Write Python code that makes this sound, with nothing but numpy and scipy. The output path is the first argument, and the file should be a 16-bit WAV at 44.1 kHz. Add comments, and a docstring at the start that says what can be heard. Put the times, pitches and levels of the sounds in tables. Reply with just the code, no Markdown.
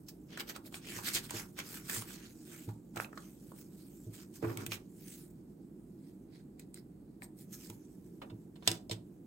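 """A stiff card sleeve is drawn out of a paper envelope, dragged off a desk, turned over and tapped, all close by.
First, paper slides with a grainy hiss (noise cut up by random slips) and its creases snap (short noise bursts).
Then the card judders over the wood (slips through desk resonances) and sounds hollow as it is cupped in the hands.
Last, fingertips knock the card and its edge clacks (noise plus ringing modes). Desk thuds (dying sines) come
now and then; a steady low rumble, like a fan, and a faint hiss (filtered noise) fill the small dry room throughout."""
import sys
import numpy as np
from scipy import signal
from scipy.fft import rfft, irfft
from scipy.io import wavfile
from scipy.ndimage import uniform_filter1d

SR = 44100
rng = np.random.default_rng(int(sys.argv[2]) if len(sys.argv) > 2 else 0)


def dump_mix(stems):
    """Bounce the given channels to the path in sys.argv[1] as a 16-bit WAV at rate SR."""
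    frames = np.atleast_2d(stems).T  # one column per channel
    limited = np.clip(frames, -1, 1)  # hard clip at full scale
    pcm = np.round(limited * 32767).astype(np.int16)
    wavfile.write(sys.argv[1], SR, pcm)


N = 408366
TIME = np.arange(N) / SR


def gain_of(db):
    """Turns decibels into a factor."""
    return 10 ** (np.asarray(db) / 20)


def evened(x):
    """Scales a signal to rms 1."""
    return x / np.sqrt(np.mean(x ** 2) + 1e-20)


def noise(size):
    """Two unrelated channels of white noise."""
    return rng.standard_normal((2, size))


def read(points, hz):
    """Reads a table between its points, on a log-frequency axis."""
    f, value = np.transpose(points)
    return np.interp(np.log(hz + 1), np.log(f + 1), value)


def add(mix, s, sound):
    """Mixes a stereo sound in at time s."""
    part = mix[:, round(s * SR):][:, :sound.shape[1]]
    part += sound[:, :part.shape[1]]


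def add_with_lead(mix, s, lead, sound):
    """Mixes in a sound at time s, with its lead-in ending just there."""
    add(mix, s - lead.shape[1] / SR, lead)
    add(mix, s, sound)


def at_level(x, db, size=N):
    """Gives the first samples of a stereo sound this rms level in the centre."""
    return x * gain_of(db) / np.sqrt(np.mean(x.mean(0)[:size] ** 2) + 1e-20)


def colour(x, *spectra, size=4096):
    """Filters without pre-echo (minimum phase); the gain is the sum of the dB spectra."""
    hz = abs(np.fft.fftfreq(size, 1 / SR))
    log_gain = np.log(gain_of(sum(read(s, hz) for s in spectra)))
    response = np.exp(np.conj(signal.hilbert(log_gain)))
    taps = np.fft.ifft(response).real
    return signal.fftconvolve(x, taps[None, :size // 2], axes=1)[:, :x.shape[1]]


# how alike left and right are, wide in the middle, nearly centred in bass and treble: (f/Hz, likeness from 0 to 1)
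LEFT_RIGHT_LIKENESS = [(50, 0.79), (200, 1), (350, 0.9), (700, 0.082), (1500, 0.14), (5500, 0),
                       (7000, 0.87), (9500, 0.97)]


def stereo(x):
    """Two unrelated signals become left and right: wide in the middle, nearly centred in bass and treble."""
    same = np.clip(read(LEFT_RIGHT_LIKENESS, np.fft.rfftfreq(x.shape[1], 1 / SR)), -1, 1)
    mid, side = rfft(x) * np.sqrt([1 + same, 1 - same])
    return irfft(np.array([mid + side, mid - side]), x.shape[1])


# colour of the steady room rumble, before its overall level: (f/Hz, level/dB)
RUMBLE_COLOUR = [(35, -40), (50, -4), (75, -12.5), (110, -6.5), (185, 2.5), (250, -3), (320, 0),
                 (400, -9.5), (540, -21.5), (800, -27), (1500, -42), (3000, -79.5)]
# colour of the microphone's own hiss, before its overall level: (f/Hz, level/dB)
HISS_COLOUR = [(300, -10), (1500, 7), (3000, -0.5), (5700, -4), (6800, -1.5), (8400, 0.5), (10000, -1.5),
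               (13000, -1.5)]


def background(rumble_db=-53, hiss_db=-80.5):
    """Steady low room rumble and the microphone's own hiss, both filtered noise."""
    rumble = colour(stereo(noise(N)), RUMBLE_COLOUR, size=16384)
    hiss = colour(stereo(noise(N)), HISS_COLOUR)
    return at_level(rumble, rumble_db) + at_level(hiss, hiss_db)


# how long the room's tail takes to fall by 60 dB: (f/Hz, t60/s)
ROOM_DECAY = [(150, 1), (600, 0.35), (2000, 0.13), (6000, 0.049), (16000, 0.11)]


def room(x, early_db=-13, tail_db=-11):
    """Near reflections from desk and shelves, then a short tail that dies by band."""
    size = SR // 2
    # sparse random echoes, silent for the first 6 ms
    taps = rng.choice([-1., 1.], (2, size)) * (rng.random((2, size)) < 4000 / SR)
    taps[:, :round(.006 * SR)] = 0
    hz, t, z = signal.stft(stereo(taps), SR, nperseg=256)
    decay = gain_of(-60 * t / read(ROOM_DECAY, hz)[:, None])
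    tail = signal.istft(z * decay, SR, nperseg=256)[1]

    age = np.arange(tail.shape[1]) / SR
    sparse = rng.random(tail.shape) < 1500 / SR
    early = stereo(noise(tail.shape[1]) * sparse * (age > .001) * np.exp(-age / 0.031))
    echo = gain_of(early_db) * early / np.linalg.norm(early[0])
    echo = echo + gain_of(tail_db) * tail / np.linalg.norm(tail[0])
    return x + signal.fftconvolve(x, echo, axes=1)[:, :N]


def ring(modes, size):
    """Modes that ring and die away, one row each."""
    hz, db, t60 = np.transpose(modes)[:, :, None]
    t = np.arange(size) / SR
    return gain_of(db - 60 * t / t60) * np.exp(2j * np.pi * hz * t)


# resonances of the desk top, levels relative: (f/Hz, level/dB, t60/s)
DESK_MODES = [(56, -25, 0.11), (110, 1.5, 0.21), (172.5, -7, 0.14), (245.6, -6, 0.046), (336, -1.5, 0.11),
              (447.4, -5, 0.071), (620, -18, 0.11)]
# soft blows that reach the desk: (t/s, level/dB, hardness as extra level of the upper modes/dB)
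DESK_BLOWS = [(0.961, -50, 0), (1.337, -43.5, 10), (1.967, -45.5, -6), (2.675, -39.5, -4.5),
              (2.966, -45, 6.5), (4.064, -44, -4), (4.425, -38, 11), (4.461, -39, -18), (4.678, -46, 2),
              (7.218, -68, 15), (7.695, -50.5, 2), (8.316, -47.5, 0), (8.676, -41.5, -1),
              (8.706, -44.5, 11), (8.897, -61, 12), (8.91, -40, 3)]


def thuds():
    """The desk top booms; a harder blow wakes more of its modes above 150 Hz."""
    out = np.zeros((2, N))
    modes = ring(DESK_MODES, size=12000).imag
    upper = np.transpose(DESK_MODES)[0] > 150
    onset = 1 - np.exp(-np.arange(modes.shape[1]) / SR / 0.012)  # soft start
    for s, db, hard_db in DESK_BLOWS:
        signs = rng.choice([-1, 1], len(DESK_MODES))
        weights = np.where(upper, gain_of(hard_db) * signs, 1)
        boom = np.tile(onset * (weights @ modes), (2, 1))
        add(out, s, at_level(boom, db, size=1500))
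    return out


def grit(count, per_s, spread_db, grain_s):
    """Envelope of random slips: most are tiny, a few are large, each dies at once."""
    sizes = gain_of(spread_db * np.minimum(rng.exponential(1, count), 4))
    slips = (rng.random(count) < per_s / SR) * sizes
    power = signal.lfilter([1], [1, -np.exp(-1 / (grain_s * SR))], slips ** 2)
    return evened(np.sqrt(power))


def swell(t, s, length, db):
    """Power of one hand movement: it speeds up to a crest at time s and slows down again."""
    rise_share, edge_db = 0.48, -11  # part spent speeding up; level of both ends against the crest
    bell = 1.59  # roundness of the crest: 1 pointed, 2 round
    away = np.maximum((s - t) / rise_share, (t - s) / (1 - rise_share)) / length
    return gain_of(db + edge_db * away ** bell) ** 2


# resonances of the wood under the dragged card, levels relative: (f/Hz, level/dB)
WOOD_COLOUR = [(55, -29.5), (105, 10), (170, -4.5), (380, 7), (580, -11.5), (1150, -5), (1700, -13),
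               (2600, -17), (3600, -50.5)]
# pulls that drag the card to the desk's edge: (t/s of greatest speed, length/s, level/dB)
DRAG_PULLS = [(4.444, 0.048, -39.5), (4.502, 0.062, -42.5), (4.606, 0.097, -48)]


def drag(start_s=4.424):
    """The card breaks loose and judders across the desk: separate slips ring the wood's resonances."""
    slips = stereo(noise(N)) * grit(N, per_s=700, spread_db=1.5, grain_s=.0005)
    pull = np.sqrt(sum(swell(TIME, *p) for p in DRAG_PULLS))
    return at_level(colour(slips, WOOD_COLOUR), 0) * pull * (TIME > start_s)


# general colour of snaps, clacks and knocks, before each one's own tilt: (f/Hz, level/dB)
SNAP_COLOUR = [(100, -11.5), (300, 4.5), (1500, 0.5), (3000, 0.5), (5500, -1.5), (8300, 1.5), (10000, -7),
               (16000, -2.5)]


def burst(tilt, t60, rise_s, size=6000):
    """A sudden buckle: a quick swell of slips, then the sheet's damped, ragged flutter."""
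    t = np.arange(size) / SR
    fall = gain_of(-60 * t / t60) * (1 - np.exp(-t / rise_s))
    ragged = np.sqrt(grit(size, per_s=3500, spread_db=4, grain_s=.001))
    return colour(stereo(noise(size)) * fall * ragged, SNAP_COLOUR, tilt)


def scuff(tilt, t60, db, size=900):
    """Friction builds up as an edge catches, just before it lets go, 16 dB under the event's level."""
    build_up = gain_of(-60 * np.arange(size)[::-1] / SR / t60)
    rub = at_level(colour(stereo(noise(size)), SNAP_COLOUR, tilt), 0)
    return gain_of(db - 16) * rub * build_up


# resonances of the stiff card, levels relative: (f/Hz, level/dB, t60/s)
CARD_MODES = [(740, -9, .035), (980, -1, .035), (2180, -11, .06), (2724, -6, .08), (2978, -5, .06),
              (3308, -3, .03), (3542, -1, .05), (3688, -3, .05), (4215, 1, .045), (5012, 3, .045),
              (5316, 3, .045), (8230, -1, .05)]


def card_ring(slope_db=0):
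    """The card's modes, tilted in dB per octave; each has its own phase on the left and on the right."""
    hz = np.transpose(CARD_MODES)[0]
    phases = np.exp(2j * np.pi * rng.random((2, len(CARD_MODES))))
    weights = gain_of(slope_db * np.log2(hz / hz[0])) * phases
    return (weights @ ring(CARD_MODES, size=6000)).imag


# how the soft finger pad dulls the top: (f/Hz, level/dB)
FINGER_PAD = [(4300, 0), (5000, -10)]
# soft knocks on the card, level before the pad dulls it: (t/s, level/dB, slope of its modes/dB per octave)
CARD_KNOCKS = [(7.22, -65, -16), (8.2158, -52, -7.5), (8.298, -63.5, -4), (8.556, -65, -1),
               (8.623, -61.5, -5)]


def knocks(rise_s=.004, t60=.075, grain_db=2):
    """Fingertips ring the card; the softer the touch, the more its low modes lead; the pad dulls the top."""
    out = np.zeros((2, N))
    for s, db, slope_db in CARD_KNOCKS:
        rasp = burst([(1000, 0), (4300, 2 * slope_db)], t60, rise_s)
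        onset = 1 - np.exp(-np.arange(rasp.shape[1]) / SR / rise_s)
        modes = card_ring(slope_db) * onset
        touch = at_level(modes, 0, size=441) + at_level(rasp, grain_db, size=441)
        add(out, s, gain_of(db) * colour(touch, FINGER_PAD))
    return out


# the card's edge striking: (t/s, level/dB, low end/dB, top/dB, t60/s)
EDGE_STRIKES = [(8.675, -23.5, -4, 1, 0.025), (8.7143, -37, -4.5, -0.5, 0.016), (8.8956, -45, 21, 5, 0.019),
                (8.9115, -38.5, -7, -3, 0.079)]


def clacks(ring_db=-6):
    """The hard card edge grazes, cracks and rings briefly."""
    out = np.zeros((2, N))
    for s, db, low_db, top_db, t60 in EDGE_STRIKES:
        tilt = [(700, low_db), (1300, -7), (2100, -1.5), (3600, 7.5), (6500, top_db), (8200, top_db + 1.0),
                (9400, top_db - 2.5), (12000, top_db - 2.5), (14500, top_db - 8.5)]
        crack = at_level(burst(tilt, t60, rise_s=0.00059), 0, size=441)
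        blow = crack + at_level(card_ring(), ring_db, size=441)
        add_with_lead(out, s, scuff(tilt, t60 / 2, db), at_level(blow, db, size=441))
    return out


# colour of the card sleeve's hollow at full strength: (f/Hz, level/dB)
SLEEVE_HOLLOW = [(1500, -7), (2050, 7), (3000, -11), (4000, 7), (4900, 4), (5900, -8), (8000, 1),
                 (13000, -3)]


def hollow(s, hz):
    """The sleeve resounds while it is cupped in both hands: dB by time and frequency."""
    cupped = np.interp(s, [4.6, 5.8, 7.25, 7.5], [0, 0.28, 0.91, 0.0])
    return np.multiply.outer(cupped, read(SLEEVE_HOLLOW, hz))


# creases snapping and edges ticking: (t/s, level/dB, resonance of the bent patch f/Hz, crisp top/dB, t60/s)
CREASE_SNAPS = [(0.084, -46, 5260, 10, 0.07), (0.3736, -44.5, 1470, -4, 0.031),
                (0.5609, -46.5, 1240, -1, 0.052), (0.7243, -59, 970, -6, 0.033),
                (0.7414, -47, 2580, -12, 0.017), (0.988, -49, 1190, -18, 0.017),
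                (1.296, -51.5, 2280, -6, 0.019), (1.3066, -43.5, 7900, 7, .01),
                (1.308, -43, 1000, -0.5, 0.022), (1.5886, -43, 1800, -6, 0.016),
                (1.8963, -38.5, 1730, 0, 0.026), (1.961, -46.5, 1440, -7, 0.029),
                (2.021, -47, 1220, 1, 0.036), (2.6888, -53, 930, -8.5, 0.068),
                (2.959, -47.5, 780, -5, 0.067), (2.9686, -43, 1300, -13, 0.046),
                (2.974, -46.5, 2250, -3.5, 0.019), (2.9992, -36.5, 1560, -34, 0.008),
                (3.045, -49.5, 2470, -13, 0.012), (3.1276, -54, 1290, -35, 0.024),
                (3.1744, -47, 1260, -19, 0.035), (3.176, -58.5, 4500, -14, 0.024),
                (3.5177, -54.5, 815, -23, 0.013), (4.4255, -47.5, 613, -14, 0.089),
                (4.572, -43.5, 2400, 4.5, 0.016), (4.6635, -40.5, 2830, 5.5, 0.023),
                (4.7185, -39, 2630, -7.5, 0.038), (6.5952, -55, 2230, 8, 0.036),
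                (6.7428, -50, 8350, 15, 0.015), (7.2203, -52.5, 1910, -13, 0.01), (7.7, -50, 900, 6, 0.017)]


def snaps(body_db=12, octaves=0.38):
    """Creases pop and fingers tick on edges; each patch has one broad resonance and radiates little below it."""
    out, hz = np.zeros((2, N)), np.geomspace(50, 16000, 80)
    for s, db, body_hz, top_db, t60 in CREASE_SNAPS:
        body = body_db / (1 + (np.log2(hz / body_hz) / octaves) ** 2)
        weak_bass = -10 * np.log10(1 + (body_hz / (4 * hz)) ** 2)
        top = read([(1.6 * body_hz, 0), (3 * body_hz, top_db)], hz)
        tilt = np.transpose([hz, body + weak_bass + top + hollow(s, hz)])
        lead = scuff(tilt, 2 * t60, db)
        add_with_lead(out, s, lead, at_level(burst(tilt, t60, rise_s=0.0001), db, size=441))
    return out


def crinkles(count=8, pops_per_s=220, spread_db=3.2, db=-11):
    """Small patches of the sheet pop at random, each with a few cycles at its own pitch."""
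    t, out = np.arange(512) / SR, np.zeros((2, N))
    for hz in np.geomspace(1590, 4870, count):
        at = rng.integers(0, N, round(pops_per_s * N / SR / count))
        sizes = gain_of(spread_db * np.minimum(rng.exponential(1, len(at)), 3))
        pops = np.zeros((2, N))
        pops[:, at] = sizes * rng.choice([-1, 1], (2, len(at)))
        ping = np.sin(2 * np.pi * hz * t) * np.exp(-hz * t / 2.1)  # fades to about a third in 2.1 cycles
        out += signal.oaconvolve(pops, ping[None], axes=1)[:, :N]
    return at_level(stereo(out), db)


# lowest resonance of the free part of the sheet, which moves with the grip: (t/s, f/Hz)
FREE_SHEET_PITCH = [(0.74, 700), (0.86, 2400), (0.99, 1300), (1.14, 2230), (1.31, 920), (1.93, 1490),
                    (4.62, 1107), (4.7, 2500), (5.2, 1500)]


def free_sheet(s, hz, damping=.6, leak_db=-13):
    """The free part of the sheet resounds at its lowest mode and radiates little below it: dB by time and f."""
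    ratio = hz / np.interp(s, *np.transpose(FREE_SHEET_PITCH))[:, None]
    power = ratio ** 4 / ((1 - ratio ** 2) ** 2 + (damping * ratio) ** 2)
    return 10 * np.log10(power + gain_of(leak_db) ** 2)


# strokes of paper, card or a finger sliding:
# (t/s of greatest speed, length/s, level/dB, brightness as treble over body/dB)
SLIDE_STROKES = [(0.338, 0.071, -55, -13), (0.403, 0.029, -39.5, -5), (0.496, 0.039, -41, -4),
                 (0.558, 0.028, -50.5, -12), (0.669, 0.041, -55, 3.5), (0.757, 0.059, -49.5, -2),
                 (0.878, 0.1, -50, -9.5), (0.948, 0.16, -46.5, -0.5), (1.074, 0.073, -36, -0.5),
                 (1.148, 0.027, -34, 8), (1.162, 0.056, -33, -0.5), (1.249, 0.046, -48, 1.5),
                 (1.365, 0.12, -44.5, 0), (1.595, 0.047, -44, -7), (1.726, 0.16, -46.5, 5),
                 (1.948, 0.135, -37.5, 6), (2.119, 0.12, -50.5, 0), (2.244, 0.13, -59, -3.5),
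                 (2.398, 0.52, -70, 4), (2.551, 0.25, -56.5, 2.5), (3.013, 0.065, -48, 2.5),
                 (3.226, 0.16, -62, 1.5), (3.596, 0.097, -59.5, 7.5), (4.15, 0.054, -53.5, 6),
                 (4.209, 0.076, -55, 0.5), (4.363, 0.061, -56, 5.5), (4.483, 0.15, -56, 1),
                 (4.616, 0.067, -51.5, -4.5), (4.735, .058, -44.5, 0), (5.106, 0.27, -55, 12),
                 (6.076, 0.18, -73.5, 2.5), (6.362, 0.13, -69.5, -6.5), (6.613, 0.041, -65.5, -4),
                 (6.775, 0.053, -62.5, -0.5), (7.238, 0.031, -49.5, 14.5), (7.411, 0.073, -58.5, 14),
                 (7.54, 0.044, -47.5, 12), (7.633, 0.21, -56.5, 9), (8.663, 0.017, -54, -3),
                 (8.706, 0.1, -49, -7)]
# the coat sleeve brushing as the arm reaches across the desk and draws back: (t/s, level/dB)
ARM_BRUSH = [(0, -77), (2.4, -69), (2.62, -66.5), (2.76, -80), (3.2, -70.5), (3.52, -65), (3.68, -72),
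             (3.8, -64), (4.05, -69), (4.6, -77.5), (7.3, -86), (7.85, -71), (8.5, -82)]


def contact(t, cloth_bright_db=10.5, uneven_db=1.4, uneven_s=0.02):
    """Level and brightness (dB) of all that slides at times t; the strongest contact sets the colour."""
    powers = [swell(t, s, length, db) for s, length, db, _ in SLIDE_STROKES]
    powers.append(gain_of(np.interp(t, *np.transpose(ARM_BRUSH))) ** 2)
    brights = [bright_db for *_, bright_db in SLIDE_STROKES] + [cloth_bright_db]
    total = np.sum(powers, axis=0)
    keep = np.exp(-t[1] / uneven_s)  # t[1] is the time step
    waver = evened(signal.lfilter([1], [1, -keep], rng.standard_normal(len(t))))
    return 10 * np.log10(total) + uneven_db * waver, np.dot(brights, powers) / total


def drifting(shape, steps, bins):
    """Random map over time and frequency, smoothed over so many steps and bins."""
    smooth = uniform_filter1d(rng.standard_normal(shape), size=steps, axis=0)
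    return evened(uniform_filter1d(smooth, size=bins, axis=1))


# basic colour of the sliding hiss, before its changes: (f/Hz, level/dB)
PAPER_COLOUR = [(45, 2), (110, 14), (330, 15), (650, -2), (1400, -4), (2400, -3), (3800, -1.5), (5000, 1),
                (7000, -1), (8500, 0), (10000, -7.5), (12300, -4), (16000, -6)]


def sliding(shelf_hz=5600, patchy_db=2.1, flex_db=2.5):
    """Fibres catch and slip; bending shifts resonances; each stroke has its brightness, duller ones crinkle more."""
    hz, t, z = signal.stft(stereo(noise(N)), SR, nperseg=512)
    level_db, bright_db = contact(t)
    treble = bright_db[:, None] / (1 + (shelf_hz / (hz + 1)) ** 5)
    patches = patchy_db * drifting((len(t), len(hz)), steps=6, bins=5)
    flex = flex_db * drifting((len(t), len(hz)), steps=12, bins=20)  # slow, broad changes as the sheet bends
    resonance = free_sheet(t, hz) + hollow(t, hz)
    shape = gain_of(read(PAPER_COLOUR, hz) + treble + resonance + patches + flex)
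    shape /= np.linalg.norm(shape, axis=1, keepdims=True)  # colour only: level comes last
    hiss = signal.istft(z * shape.T, SR, nperseg=512)[1][:, :N]
    slips = grit(N, per_s=3000, spread_db=2.4, grain_s=.0006)
    dullness = gain_of(-np.maximum(np.interp(TIME, t, bright_db), 0))  # 1 when dull, less when bright
    grainy = at_level(hiss * slips, 0) + dullness * crinkles()
    return grainy * gain_of(np.interp(TIME, t, level_db))


def scene():
    """All the handling sounds in the room, with the desk's thuds and the background added."""
    handling = sliding() + snaps() + clacks() + knocks() + drag()
    return room(handling) + thuds() + background()


# balance of left and right: (f/Hz, left minus right level/dB)
STEREO_BALANCE = [(150, -1.5), (300, -2.5), (600, -6.5), (1500, -1.5), (5000, -2.5), (8000, -4.5),
                  (10000, 0.4)]


def record(dry):
    """The right is a little louder over most of the range; then a low-pass limits the band."""
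    lean_db = read(STEREO_BALANCE, np.fft.rfftfreq(N, 1 / SR)) / 2
    heard = irfft(rfft(dry) * gain_of([lean_db, -lean_db]), N)
    low_pass = signal.firwin(511, 15950, window=("kaiser", 9), fs=SR)  # cutoff in Hz
    return signal.oaconvolve(heard, low_pass[None], "same")


dry = scene()
out = record(dry)
dump_mix(out)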